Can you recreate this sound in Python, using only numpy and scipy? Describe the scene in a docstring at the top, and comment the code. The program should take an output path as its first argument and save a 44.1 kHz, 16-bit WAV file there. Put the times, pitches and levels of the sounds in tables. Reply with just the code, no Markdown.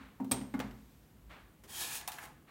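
"""Cassette deck eject and tape handling

The button booms the case (ramped, decaying modes), the latch snaps and a spring rings (decaying sines).
The door drops open and knocks its stop: coloured noise cracks plus hollow modes. Then plastic slides on
plastic (friction noise through passing resonances), and the tape clicks and creaks as it is handled.
Close microphone in a small hard room (noise tails), faint far knocks, room tone, hiss and rumble."""
import sys
import numpy as np
from scipy import signal
from scipy.fft import rfft, irfft
from scipy.io import wavfile
from scipy.ndimage import uniform_filter1d

SR = 44100
rng = np.random.default_rng(int(sys.argv[2]) if len(sys.argv) > 2 else 0)


def materialize(psi):
    """Save the field psi as 16-bit PCM at rate SR to the path in sys.argv[1].

    A 1-D psi becomes a single channel; in a 2-D psi each row is a channel.
    """
    bounded = np.clip(np.atleast_2d(psi).T, -1, 1)
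    quanta = np.round(bounded * 32767).astype(np.int16)
    wavfile.write(sys.argv[1], SR, quanta)


N = 110250
T = np.arange(N) / SR  # s
F = np.maximum(np.arange(N + 1) * SR / (2 * N), 1)  # Hz, bins of a double-length FFT


def amp(db):
    """Decibels to gain."""
    return 10 ** (np.asarray(db) / 20)


def unit(x):
    """Scale to rms 1."""
    return x / np.sqrt(np.mean(x ** 2))


def noise():
    """White noise."""
    return rng.standard_normal(N)


def fade(t60_s):
    """Exponential decay by 60 dB in t60_s, at least 2 ms."""
    return np.exp(-np.log(1000) * T / max(t60_s, .002))


def at(start_s, x):
    """Start a sound at start_s; a negative time trims its beginning."""
    k = int(round(start_s * SR))
    padded = np.pad(x, (max(k, 0), max(-k, 0)))
    return padded[max(-k, 0):][:N]


def shape(x, response):
    """Filter by a frequency response."""
    return irfft(rfft(x, 2 * N) * response)[:N]


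def colour(points):
    """Minimum-phase response through (f/Hz, level/dB) points, by folding the cepstrum."""
    hz, db = np.array(points, float).T
    cepstrum = irfft(np.log(amp(np.interp(np.log(F), np.log(hz), db))))
    cepstrum[1:N] *= 2
    cepstrum[N + 1:] = 0
    return np.exp(rfft(cepstrum))


def resonance(hz, width_hz):
    """Band-pass response, gain 1 at the centre."""
    return 1 / (1 + 1j * (F ** 2 - hz ** 2) / (F * width_hz))


def ring(modes):
    """Sum of decaying sines, modes as (f/Hz, level/dB, t60/s)."""
    return sum(amp(db) * fade(t60_s) * np.sin(2 * np.pi * hz * T) for hz, db, t60_s in modes)


def flutter(rate_per_s):
    """Smooth random wobble of rms 1: noise averaged twice."""
    k = max(int(SR / rate_per_s), 2)
    return unit(uniform_filter1d(uniform_filter1d(noise(), k), k))


# metal case modes, lowest and upper: f/Hz, level/dB, t60/s
CASE_LOW_MODES = [(54.3, -31.5, 2.4), (124.2, -19.5, 0.46)]
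CASE_PANEL_MODES = [(208.4, -6, 0.23), (261.8, 7, 0.078), (287.5, -21.5, 0.073), (365.2, -30.5, 0.36)]
# blows on the case: t/s, level/dB, push length/s, weight of the lowest modes/dB
CASE_BLOWS = [(0.202, -20.5, 0.03, -12), (0.2252, -35, 0.016, 4), (.3130, -23.5, 0.019, 4.5),
              (0.408, -32.5, 0.012, 4), (0.5394, -24.5, 0.013, -10), (0.584, -42, 0.0063, 16.5),
              (0.634, -29.5, 0.037, 4), (.7110, -46.5, 0.02, 21)]
FIRST_BOOM_DB, FIRST_BOOM_RISE_S = -39.5, 0.025


def case():
    """The panels swell during each push and ring down; the hand's touch starts the first boom."""
    panels, low = ring(CASE_PANEL_MODES), ring(CASE_LOW_MODES)
    out = amp(FIRST_BOOM_DB) * panels * np.minimum(T / FIRST_BOOM_RISE_S, 1)
    for start_s, db, push_s, low_db in CASE_BLOWS:
        push = np.minimum(T / max(push_s, .002), 1)
        out = out + at(start_s, amp(db) * push * (panels + amp(low_db) * low))
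    return out


# bands of the contact colour: f/Hz
CLICK_BAND_HZ = [500, 850, 2000, 5000, 12000]
# plastic contacts of button, latch, door and tape: t/s, t60/s, then level/(dB per octave) in each band
CONTACTS = [ (0.201, 0.14, -52, -51, -62.5, -75, -69), (0.245, 0.057, -56, -55, -63, -65.5, -61),
            (0.313, 0.077, -45, -44, -43, -40.5, -35.5), (.3150, 0.093, -42.5, -38, -47.5, -39, -45),
            (0.3182, 0.039, -44.5, -56, -39.5, -38.5, -34), (.4130, 0.05, -55, -57, -53, -65, -62),
            (0.5397, 0.088, -49, -44, -49, -60.5, -62), (0.5928, 0.018, -47.5, -43, -45.5, -49.5, -49),
            (0.6004, 0.056, -42.5, -39, -38, -47, -50), (0.71, 0.032, -62, -62, -57, -61, -66),
            (1.637, 0.15, -61, -66.5, -62.5, -63.5, -61.5), (2.0120, .03, -86, -55, -43, -55, -49),
            (2.0763, 0.03, -77.5, -49, -42.5, -39, -35.5), (2.0830, 0.07, -62, -42.5, -47, -50.5, -40.5),
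            (2.1180, 0.096, -68, -58, -49, -50, -49), (2.1850, 0.076, -71, -53.5, -44, -61, -52),
            (2.2540, 0.051, -75.5, -59, -50.5, -61.5, -54.5)]
CLICK_BASS_DB = -3  # at 100 Hz, re the lowest band


def clicks(path_count=3):
    """Each contact is a coloured noise crack, plus a pulse of equal energy for one of the room paths."""
    near, paths = 0, np.zeros((path_count, N))
    for k, (start_s, t60_s, *band_db) in enumerate(CONTACTS):
        # level per octave to gain per sample of white noise
        points = [(hz, db + 10 * np.log10(SR / np.sqrt(2) / hz)) for hz, db in zip(CLICK_BAND_HZ, band_db)]
        bass = (100, points[0][1] + CLICK_BASS_DB)
        response = colour([bass] + points)
        envelope = fade(t60_s)
        near = near + at(start_s, shape(noise() * envelope, response))
        pulse = irfft(response)[:N] * np.sqrt(np.sum(envelope ** 2))
        paths[k % path_count] += at(start_s, pulse)
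    return near, paths


# first bright strike of the latch: f/Hz, level/dB, t60/s
PING_MODES = [(8520, -18, 0.023), (8970, -21.5, 0.02), (8180, -28.5, 0.045)]
# lasting spring modes: f/Hz, level/dB re SPRING_DB, t60/s
SPRING_MODES = [(8465, 0, .32), (8615, -2, .34), (8660, -5, .4), (8752, -2, .34)]
SPRING_START_S, SPRING_DB, PING_RISE_S = .3176, -45, 0.00027


def spring():
    """The released latch pings and leaves its spring ringing."""
    ping = ring(PING_MODES) * (1 - np.exp(-T / PING_RISE_S))
    return at(SPRING_START_S, ping + amp(SPRING_DB) * ring(SPRING_MODES))


KNOCK_RISE_S = .0012


def strike(modes, blows):
    """Each blow rings the part's modes, most of all those near the pitch of the contact."""
    swell = 1 - np.exp(-T / KNOCK_RISE_S)
    out = 0
    for start_s, blow_db, centre_hz, spread_oct in blows:
        excited = []
        for hz, db, t60_s in modes:
            loss_db = 10 * np.log10(np.e) * (np.log2(hz / centre_hz) / spread_oct) ** 2
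            excited.append((hz, blow_db + db - loss_db, t60_s))
        out = out + at(start_s, swell * ring(excited))
    return out


# modes of latch lever, door, tape shell: f/Hz, level/dB, t60/s
LATCH_MODES = [(575, -16.5, .35), (794, -3.5, 0.057), (916, 0.5, 0.056), (2410, -8.5, 0.076),
               (3256, -4.5, 0.054), (3760, -11.5, .1)]
DOOR_MODES = [(700, -14, .2), (835.4, 7, .07), (1160, 1, 0.065), (1454, -0.5, 0.069), (1680, -2, .06),
              (2130, -0.5, 0.092)]
TAPE_MODES = [(723, -15, 0.42), (755, -3, 0.14), (841, 3, 0.063), (964, 4.5, 0.041), (1250, -9, 0.098),
              (1647, -6, 0.047), (1708, -5, 0.066), (2670, -7, 0.12), (3661, -6, 0.16)]
# blows on each part: t/s, level/dB, most excited f/Hz, spread/octaves
LATCH_HITS = [(.2000, -35.5, 830, .4), (0.3137, -29, 1490, 3)]
DOOR_HITS = [(.5392, -40.5, 1240, 0.72), (.6010, -41, 2100, 0.63)]
TAPE_HITS = [(2.0773, -39.5, 900, 1.6), (2.1850, -36, 1700, 0.23), (2.2110, -41, 1590, 0.31)]


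def knocks():
    """Hollow modal tones of latch, door and tape shell."""
    return strike(LATCH_MODES, LATCH_HITS) + strike(DOOR_MODES, DOOR_HITS) + strike(TAPE_MODES, TAPE_HITS)


# sliding plastic: t/s, body level/dB, treble level/dB, before the trims
SLIDE_LEVELS = [(1.676, -72, -64), (1.694, -58.5, -54), (1.73, -56, -46.5), (1.83, -51, -39),
                (1.92, -50, -41.5), (1.956, -51, -39.5), (2.001, -60.5, -51.5), (2.025, -55.5, -72),
                (2.06, -84, -87), (2.141, -59, -54), (2.18, -56.5, -61), (2.243, -50, -54.5),
                (2.275, -72.5, -66), (2.305, -71, -78), (2.335, -92, -72.5)]
# friction spectrum: f/Hz, level/dB
FRICTION_COLOUR = [(180, -67), (300, -5), (593, -8.5), (801, 3), (1360, -3.5), (2000, -4), (4910, -6.5),
                   (9550, -4.5), (16000, -8.5)]
# tape shell resonances: f/Hz, width/Hz, level/dB re SHELL_DB, t of peak/s, half-strength time either side/s
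SHELL_RESONANCES = [(1693, 54, 8.5, 1.86, 0.2), (1735, 49, 12.5, 1.75, 0.19), (2380, 34, 12, 1.92, 0.06),
                    (2490, 87, 4.5, 1.87, 0.092), (3215, 91, 11, 1.759, .05),
                    (3710, 120, 4.5, 1.835, 0.053), (6800, 110, 7, 2.05, 0.092), (1682, 69, 22, 2.1, .025)]
SHELL_DB, GRAIN_DB, GRAIN_SPREAD_DB, SLIDE_SPLIT_HZ = -0.5, -7, 3, 2640
BODY_TRIM_DB, TREBLE_TRIM_DB = -2.0, -0.5
FLUTTER_PER_S, FLUTTER_DB = 42, 1.43  # uneven grip of the surfaces
CATCH_PER_S, CATCH_DB = 31, 3.5  # each resonance catches and slips on its own


def slide():
    """Fine friction grains excite one resonance of the plastic shell after another."""
    grain_gain = amp(GRAIN_SPREAD_DB * np.minimum(rng.exponential(size=N), 4))
    grains = (rng.random(N) < .04) * noise() * grain_gain  # on 4 % of samples
    grip = amp(FLUTTER_DB * flutter(FLUTTER_PER_S))
    friction = shape((noise() + amp(GRAIN_DB) * unit(grains)) * grip, colour(FRICTION_COLOUR))
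    rub = friction
    for hz, width_hz, db, peak_s, length_s in SHELL_RESONANCES:
        passing = 1 / (1 + ((T - peak_s) / length_s) ** 2)
        strength = amp(SHELL_DB + db + CATCH_DB * flutter(CATCH_PER_S)) * passing
        rub = rub + strength * shape(friction, resonance(hz, width_hz))
    body = shape(rub, 1 / (1 + (F / SLIDE_SPLIT_HZ) ** 8))
    treble = rub - body
    t_s, body_db, treble_db = np.array(SLIDE_LEVELS).T
    sliding = (T > t_s[0]) * (T < t_s[-1])
    body_gain = amp(BODY_TRIM_DB + np.interp(T, t_s, body_db)) * sliding
    treble_gain = amp(TREBLE_TRIM_DB + np.interp(T, t_s, treble_db)) * sliding
    return unit(body) * body_gain + unit(treble) * treble_gain


# creak as the shell seats: t/s, f/Hz, level/dB (re rms of the full-length tone)
CREAK_PATH = [(2.218, 741.5, -67.5), (2.229, 814, -58.5), (2.241, 1077, -64), (2.267, 1070, -72)]
CREAK_ROUGH_PER_S = 130


def creak():
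    """A brief rising stick-slip tone, roughened by random phase wobble."""
    t_s, hz, db = np.array(CREAK_PATH).T
    phase = 2 * np.pi * np.cumsum(np.interp(T, t_s, hz)) / SR
    tone = np.sin(phase + flutter(CREAK_ROUGH_PER_S))
    return unit(tone) * amp(np.interp(T, t_s, db)) * (T > t_s[0]) * (T < t_s[-1])


# room tail by band: f/Hz, t60/s, level/dB re direct sound
ROOM_BANDS = [(97, 0.77, -2.5), (224, 0.62, 6.5), (577, 0.45, 1), (1530, 0.52, -3.5), (3430, 0.4, -5.5),
              (8900, 0.33, -8.5), (14700, 0.27, -17.5)]
ROOM_BUILD_S = 0.00423


def room(x):
    """Diffuse noise tail in overlapping bands, each with its own decay."""
    log_centres = np.log([row[0] for row in ROOM_BANDS])
    diffuse, tail = noise(), 0
    for (hz, t60_s, db), pick in zip(ROOM_BANDS, np.eye(len(ROOM_BANDS))):
        envelope = fade(t60_s) * (1 - np.exp(-T / ROOM_BUILD_S))
        band = shape(diffuse, np.interp(np.log(F), log_centres, pick))
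        tail = tail + amp(db) * band * envelope / np.sqrt(np.sum(envelope ** 2))
    return signal.fftconvolve(x, tail)[:N]


# knocks further off: t/s, level/dB before the envelope
FAR_KNOCKS = [(-.012, -52), (1.293, -48.5), (2.471, -54.5)]
# their spectrum: f/Hz, level/dB
FAR_SPECTRUM = [(100, -13), (230, -3), (500, -3.5), (1200, 3.5), (2000, -0.5), (4200, -11.5), (5200, -20.5),
                (9000, -26.5), (16000, -47)]
FAR_RISE_S, FAR_T60_S = 0.016, 0.55


def far_knocks():
    """Distant knocks arrive as little but reverberation: soft-edged decaying noise."""
    response = colour(FAR_SPECTRUM)
    envelope = (1 - np.exp(-T / FAR_RISE_S)) * fade(FAR_T60_S)
    return sum(at(start_s, amp(db) * unit(shape(noise(), response)) * envelope) for start_s, db in FAR_KNOCKS)


def bed(response, curve):
    """Noise of given response, following a (t/s, level/dB) curve."""
    t_s, db = np.array(curve).T
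    return unit(shape(noise(), response)) * amp(np.interp(T, t_s, db))


# room tone spectrum: f/Hz, level/dB
TONE_COLOUR = [(25, -1), (200, -1.5), (370, -10), (620, -17), (1000, -20), (2700, -26.5), (5000, -35),
               (10000, -32), (16000, -29.5)]
# rumble of the hand-held microphone: t/s, level/dB
RUMBLE_CURVE = [(0, -59), (.3, -74), (.7, -51), (0.949, -69), (1.101, -72), (1.28, -52), (1.45, -62.5),
                (2.5, -68)]
# treble hiss: t/s, level/dB
HISS_CURVE = [(0, -87), (.3, -71.5), (0.922, -72), (1.199, -79), (2.5, -82.5)]
# treble hiss spectrum: f/Hz, level/dB
HISS_SPECTRUM = [(100, -11), (4000, -6), (8500, -8.5), (10400, -16), (12500, -3.5), (16000, -17)]
TONE_DB, RUMBLE_HZ, RUMBLE_WIDTH_HZ = -61, 51.9, 22


def floor():
    """Steady room tone, a slowly changing hiss and soft handling rumble."""
    tone = amp(TONE_DB) * unit(shape(noise(), colour(TONE_COLOUR)))
    rumble = bed(resonance(RUMBLE_HZ, RUMBLE_WIDTH_HZ) ** 2, RUMBLE_CURVE)
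    return tone + rumble + bed(colour(HISS_SPECTRUM), HISS_CURVE)


KNOCK_ROOM_DB, CASE_ROOM_DB, SPRING_ROOM_DB = -7, -11, -12  # sends to the room


def scene():
    """Deck and tape, direct and through the room, over the background."""
    cracks, paths = clicks()
    rub, hollow, boom, ping = slide() + creak(), knocks(), case(), spring()
    send = rub + amp(KNOCK_ROOM_DB) * hollow + amp(CASE_ROOM_DB) * boom + amp(SPRING_ROOM_DB) * ping
    echo = room(send) + sum(room(pulses) for pulses in paths)
    return (cracks + rub + hollow + boom + ping + echo + far_knocks() + floor())[None]


LOW_CUT_HZ, TOP_HZ = 52.8, 15850


def record(dry):
    """The recorder thins the deepest bass and cuts the top."""
    low_cut = signal.butter(3, LOW_CUT_HZ, "high", fs=SR, output="sos")
    top_cut = signal.ellip(10, .2, 70, TOP_HZ, fs=SR, output="sos")  # ripple/dB, stopband/dB
    return signal.sosfilt(top_cut, signal.sosfilt(low_cut, dry))


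dry = scene()
out = record(dry)
materialize(out)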